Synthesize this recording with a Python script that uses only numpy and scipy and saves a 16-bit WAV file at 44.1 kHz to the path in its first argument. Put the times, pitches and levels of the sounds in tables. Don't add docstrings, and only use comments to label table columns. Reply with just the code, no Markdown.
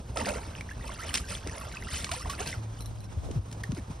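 import sys
import numpy as np
from scipy import signal
from scipy.fft import rfft, irfft
from scipy.io import wavfile

SR = 44100
rng = np.random.default_rng(int(sys.argv[2]) if len(sys.argv) > 2 else 0)


def persist_wave(psi):
    counts = np.round(np.clip(psi, -1, 1) * 32767).astype(np.int16)
    wavfile.write(sys.argv[1], SR, np.atleast_2d(counts).T)


N = 176400
TIME, FREQS = np.arange(N) / SR, np.fft.rfftfreq(N, 1 / SR)
BAND_LIMIT_HZ = 15800


def amp(db):
    return 10 ** (np.asarray(db) / 20)


def unit(x):
    return x / np.sqrt(np.mean(x ** 2) + 1e-20)


def across(points):
    hz, value = np.transpose(points)
    return np.interp(np.log(FREQS + 1), np.log(hz + 1), value)


def level(points):
    times, db = np.transpose(points)
    return amp(np.interp(TIME, times, db)) * (TIME >= times[0]) * (TIME <= times[-1])


def colour(x, spectrum):
    return unit(irfft(rfft(x) * amp(across(spectrum)), N))


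def drift(rate_hz):
    return unit(irfft(rfft(rng.standard_normal(N)) * np.exp(-(FREQS / rate_hz) ** 2), N))


def add(mix, start, sound):
    part = mix[max(round(start * SR), 0):][:len(sound)]
    part += sound[:len(part)]


# f/Hz, spectral level/dB
HISS_SPECTRUM = [(300, 8.5), (1000, -7.5), (2200, -5), (4000, -8.5), (6300, -2.5), (9000, -6.5),
                 (12000, -5), (15500, -18)]
# f/Hz, spectral level/dB
WASH_SPECTRUM = [(70, -24), (180, -4), (500, -2), (1000, 1), (2000, -14), (4000, -14), (7000, -58)]
def open_lake(hiss_db=-57, wash_db=-55.5, flicker_db=3):
    hiss = amp(hiss_db) * colour(rng.standard_normal(N), HISS_SPECTRUM)
    wash = amp(wash_db) * colour(rng.standard_normal((2, N)), WASH_SPECTRUM)
    return (hiss + wash) * amp(flicker_db * drift(32))


# t/s, level/dB
DRONE_LEVEL = [(2.56, -67), (2.59, -34.5), (2.71, -37.5), (2.76, -43), (3.03, -43), (3.25, -54),
               (3.56, -41), (3.8, -44), (4, -57)]
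def distant_drone(hz=108.4, waver=0.024):
    pitch = hz * (1 + waver * drift(14.5))
    return np.sqrt(2) * np.sin(2 * np.pi * np.cumsum(pitch) / SR) * level(DRONE_LEVEL)


# f/Hz, spectral level/dB
WIND_SPECTRUM = [(20, -22), (35, -14), (52, 0.5), (80, -1.5), (130, -9.5), (200, -13.5), (350, -22.5),
                 (700, -25.5), (2000, -45.5)]
# t/s, level/dB
RUMBLE_LEVEL = [(0, -38), (.7, -41.5), (1.5, -41.5), (2.4, -40.5), (3.0, -44.5), (3.7, -40), (4, -45.5)]
# t/s, level/dB
TURBULENCE_LEVEL = [(0, -69), (2.7, -67), (2.88, -46), (3.1, -48), (3.3, -39), (3.5, -60)]
def wind(gust_db=2.5):
    rumble = colour(rng.standard_normal(N), WIND_SPECTRUM) * level(RUMBLE_LEVEL)
    turbulence = colour(rng.standard_normal((2, N)), WIND_SPECTRUM) * level(TURBULENCE_LEVEL)
    return (rumble + turbulence) * amp(gust_db * drift(20.5))


# t/s, length/s, first f/Hz, last f/Hz, peak level/dB
PORT_EDDIES = [(1.465, 0.013, 640, 152, -32), (1.93, 0.016, 107, 53.7, -29),
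               (2.572, 0.038, 84, 79.6, -31.5), (3.168, 0.035, 106, 65, -24.5),
               (3.288, 0.0087, 756, 200, -34), (3.301, 0.017, 683, 145, -32.5),
               (3.354, 0.063, 171, 66, -23), (3.691, 0.03, 201, 58, -22), (3.722, 0.03, 330, 98, -29),
               (3.768, 0.048, 448, 145, -36), (3.899, 0.024, 334, 53, -32)]
def eddies(rough=0.11, tilt_db=1):
    out, flutter = np.zeros((2, N)), [drift(540), drift(380)]
    for start, length, first_hz, last_hz, db in PORT_EDDIES:
        progress = np.arange(0, length, 1 / SR) / length
        pitch = first_hz * (last_hz / first_hz) ** progress
        thump = np.sin(2 * np.pi * np.cumsum(pitch) / SR)
        envelope = amp(db) * np.sin(np.pi * progress ** 0.68)
        for port, noise in zip(out, flutter):
            add(port, start, envelope * (thump + rough * noise[round(start * SR):][:len(thump)]))
    return out * amp([[tilt_db], [-tilt_db]])


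def shore_echo(x, wet_db=-11, decay_s=0.024):
    t = np.arange(6000) / SR
    tail = rng.standard_normal((2, len(t))) * np.exp(-t / decay_s)
    return x + amp(wet_db) * signal.fftconvolve(x, tail / np.linalg.norm(tail[0]), axes=1)[:, :N]


CLIP_HITS = [(2.807, -40), (2.821, -44), (2.859, -41), (3.005, -49), (3.043, -52)]
# f/Hz, level/dB, t60/s
METAL_MODES = [(3990, 0, 0.048), (4110, 0, 0.06), (5640, 7.5, .012), (9620, 5, 0.061), (10610, 5, 0.049),
               (11670, 6, 0.074)]
def metal_clip(tick_gain=0.52, tick_s=0.0043):
    out, t = np.zeros(N), np.arange(4096) / SR
    for start, db in CLIP_HITS:
        ring = sum(amp(mode_db - 60 * t / t60) * np.sin(2 * np.pi * (hz * t + rng.random()))
                   for hz, mode_db, t60 in METAL_MODES)
        tick = tick_gain * rng.standard_normal(len(t)) * np.exp(-t / tick_s)
        add(out, start, amp(db) * (ring / 2 + tick))
    return out


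# t/s, level/dB, decay/s, centre f/Hz
SURFACE_SLAPS = [(0.172, -25, 0.0025, 1680), (.189, -36, .003, 2500), (.201, -34, .004, 2700),
                 (0.211, -37, .002, 9000), (.289, -26, .0035, 7950), (0.609, -35, 0.0024, 4300),
                 (.878, -36, .0039, 6000), (1.141, -16.5, 0.0038, 4200), (1.15, -22, 0.0046, 3180),
                 (1.155, -21, 0.0039, 2600), (1.473, -25.5, .0016, 3670), (2.044, -20, 0.0022, 2350),
                 (2.092, -32, .002, 2000), (2.115, -23.5, 0.0054, 3700), (2.297, -32.5, 0.02, 4300),
                 (2.474, -30.5, 0.0045, 5000), (3.312, -40, 0.0054, 2940), (3.514, -38, 0.0023, 6000),
                 (3.526, -37, 0.0049, 6160), (3.635, -33, 0.0052, 4440), (3.719, -33.5, 0.002, 2300),
                 (3.748, -38, 0.0027, 7000)]
def slaps(edge_ratio=3.5, attack_s=0.0004):
    out, t = np.zeros(N), np.arange(2048) / SR
    for start, db, decay_s, hz in SURFACE_SLAPS:
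        band = signal.butter(2, [hz / edge_ratio, min(hz * edge_ratio, BAND_LIMIT_HZ)], "band", fs=SR)
        crack = unit(signal.lfilter(*band, rng.standard_normal(len(t))))
        envelope = np.exp(-t / decay_s) * (1 - np.exp(-t / attack_s))
        add(out, start, amp(db) * crack * envelope)
    return out


def bubble(hz, decay_s, rise, onset_cycles):
    t = np.arange(0, 6 * decay_s, 1 / SR)
    pitch = np.minimum(hz * (1 + rise * t / decay_s), SR / 2)
    envelope = np.exp(-t / decay_s) * (1 - np.exp(-t * hz / onset_cycles))
    return np.sin(2 * np.pi * np.cumsum(pitch) / SR) * envelope


def swarm(per_s, low_hz, high_hz, cycles, rise, spread_db, sizes=64):
    out = np.zeros(N)
    for hz, (ring, glide) in zip(np.geomspace(low_hz, high_hz, sizes), rng.random((sizes, 2))):
        decay_s = cycles * 2 ** (2 * ring - 1) / hz
        grain = bubble(hz, decay_s, rise * (2 * glide - 0.4), onset_cycles=1.2)
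        grain *= np.sqrt(hz) / np.linalg.norm(grain)
        births = np.flatnonzero(rng.random(N) < per_s / sizes / SR)
        draw = rng.uniform(-1, 1, N)[births]
        strength_db = spread_db * np.minimum(-np.log(abs(draw)), 3.5)
        train = np.zeros(N)
        train[births] = np.sign(draw) * amp(strength_db)
        out += signal.oaconvolve(train, grain)[:N]
    return unit(out)


# t/s, f/Hz, level/dB, decay/s, relative rise per decay time
LARGE_BUBBLES = [(.168, 1284, -28.5, 0.011, 0.022), (.174, 646, -23, 0.0039, 0.14),
                 (.205, 878, -33, 0.016, 0.036), (0.247, 2440, -32.5, 0.0033, 0.39),
                 (.257, 4080, -22.5, 0.0013, 0.28), (0.263, 200, -31.5, .018, 0.008),
                 (.267, 726, -28, 0.0082, -0.046), (.282, 585, -23, 0.0068, .013),
                 (.311, 467, -22.5, 0.0047, 0.061), (0.356, 413, -28, 0.0095, 0.26),
                 (.382, 807, -33, 0.01, .2), (0.552, 2710, -21.5, 0.00058, 0.022),
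                 (0.583, 2310, -39.5, 0.0064, 0.13), (0.609, 2180, -24.5, 0.0023, 0.048),
                 (0.69, 1680, -33.5, 0.0045, 0.18), (0.712, 1650, -31.5, 0.0056, 0.035),
                 (0.893, 980, -25.5, 0.0035, 0.086), (0.996, 1250, -33, 0.0083, 0.11),
                 (1.03, 1850, -32.5, 0.0059, 0.14), (1.091, 3100, -27.5, 0.0038, -.05),
                 (1.351, 3130, -24.5, 0.0018, 0.085), (1.494, 1960, -37.5, .005, -.048),
                 (1.611, 1227, -34, 0.0094, -0.089), (1.669, 670, -34.5, 0.0064, -0.099),
                 (1.77, 2520, -26.5, 0.0029, .02), (1.824, 1870, -31.5, 0.0037, 0.094),
                 (1.94, 3040, -31.5, 0.0072, 0.00097), (2.091, 1080, -29.5, 0.0076, -0.042),
                 (2.117, 628, -32.5, 0.021, 0.2), (2.139, 817, -26.5, 0.0048, 0.21),
                 (2.163, 493, -38, 0.018, 0.026), (2.257, 990, -25.5, 0.003, 0.01),
                 (2.262, 667, -33.5, 0.0096, 0.22), (2.295, 1108, -28, 0.013, 0.017),
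                 (2.402, 420, -31.5, 0.011, -.05), (2.528, 1924, -23.5, .003, 0.062),
                 (2.538, 1570, -36.5, 0.011, -0.14), (3.638, 1820, -22.5, 0.0024, 0.0071)]
def plops():
    out = np.zeros(N)
    for start, hz, db, decay_s, rise in LARGE_BUBBLES:
        add(out, start, amp(db) * bubble(hz, decay_s, rise, onset_cycles=1.12))
    return out


# t/s, level/dB
TRICKLE_LEVEL = [(0, -60), (.45, -55.5), (.8, -54.5), (.9, -45.5), (1.45, -45.5), (1.8, -44), (2.5, -46),
                 (2.62, -61), (3.15, -64), (4, -87)]
# f/Hz, spectral level/dB
DRIP_SPECTRUM = [(900, 4), (1800, 2), (3500, -6), (7500, -7), (10500, -4.5), (15500, 1)]
def dripping_coat(patter=0.68, spurt_db=3):
    drips = swarm(per_s=320, low_hz=987, high_hz=12270, cycles=8.4, rise=0.055, spread_db=3)
    ticks = swarm(per_s=650, low_hz=2770, high_hz=10400, cycles=2.8, rise=0.028, spread_db=-1.5, sizes=16)
    spurts = (drips + patter * ticks) * amp(spurt_db * drift(19))
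    return level(TRICKLE_LEVEL) * colour(spurts, DRIP_SPECTRUM)


def surge(start, swell_s, decay_s, settle=1.5):
    t = TIME - start
    return np.clip(t / swell_s, 0, 1) * np.exp(-(np.maximum(t - swell_s, 0) / decay_s) ** settle)


# t/s, swell/s, decay/s, spray level/dB, churn level/dB
PAW_STROKES = [(0.156, 0.0097, 0.076, -40, -35), (0.25, 0.014, 0.14, -43, -40.5),
               (0.828, 0.017, 0.073, -57.5, -48.5), (.96, .13, 0.035, -45.5, -49),
               (1.129, 0.011, 0.057, -39, -52.5), (1.165, 0.0079, 0.01, -34.5, -48),
               (1.279, 0.03, 0.06, -40, -48), (1.42, 0.073, 0.25, -58, -50),
               (1.892, 0.05, 0.089, -36.5, -49.5), (2.113, 0.0039, 0.071, -41.5, -64),
               (2.256, 0.005, 0.11, -54, -53), (2.378, 0.021, 0.041, -39.5, -42.5),
               (2.453, 0.016, 0.058, -38.5, -52), (3.749, 0.026, 0.024, -50.5, -51.5)]
# f/Hz, spectral level/dB
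SPRAY_SPECTRUM = [(500, 9), (1200, -4), (2200, 2), (3500, -1), (5500, 0), (7500, 0.5), (9000, 2.5),
                  (10500, -0.5), (12500, 0.5), (15500, -13)]
# f/Hz, spectral level/dB
CHURN_SPECTRUM = [(100, -29), (200, 3.5), (350, -3), (600, 5), (1200, -3.5), (1800, -2.5), (2800, -7.5),
                  (6000, -18)]
def wading(fizz=0.12, froth=0.05, spray_boost_db=2.5, churn_boost_db=4):
    drops = swarm(per_s=2100, low_hz=1137, high_hz=13040, cycles=5.3, rise=0.041, spread_db=-0.5)
    spray = colour(drops + fizz * rng.standard_normal((2, N)), SPRAY_SPECTRUM)
    gurgle = swarm(per_s=420, low_hz=201.7, high_hz=2792, cycles=6.46, rise=0.1346, spread_db=0)
    churn = colour(gurgle + froth * rng.standard_normal((2, N)), CHURN_SPECTRUM)
    out = np.zeros((2, N))
    for start, swell_s, decay_s, spray_db, churn_db in PAW_STROKES:
        splash = amp(spray_db + spray_boost_db) * spray + amp(churn_db + churn_boost_db) * churn
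        out += surge(start, swell_s, decay_s) * splash
    return out


def scene():
    dog = wading() + dripping_coat() + plops() + slaps() + metal_clip()
    return shore_echo(dog) + wind() + open_lake() + distant_drone() + eddies()


# f/Hz, level/dB
MIC_RESPONSE = [(8500, 0), (11000, -10), (13500, -13), (15800, -19)]
# f/Hz, left minus right level/dB
LEFT_EXCESS = [(170, 0), (400, -2), (750, -3.5), (950, -7), (1100, -4), (1350, -6), (2000, 0)]
# f/Hz, lead of the left/rad
LEFT_LEAD = [(180, 0), (600, -.8), (900, -1.6), (1150, -.8), (1650, -.4), (2000, 0), (5200, .2),
             (7300, 3.1), (10000, 6.2), (11200, 6.4), (12600, 9.4), (14400, 9.5), (15500, 12.4)]
def record(dry):
    left = amp(across(LEFT_EXCESS) / 2) * np.exp(0.5j * across(LEFT_LEAD))
    ports = irfft(rfft(dry) * amp(across(MIC_RESPONSE)) * np.array([left, 1 / left]), N)
    lowpass = signal.firwin(511, BAND_LIMIT_HZ, window=("kaiser", 9), fs=SR)
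    return signal.oaconvolve(ports, lowpass[None], "same")


dry = scene()
out = record(dry)
persist_wave(out)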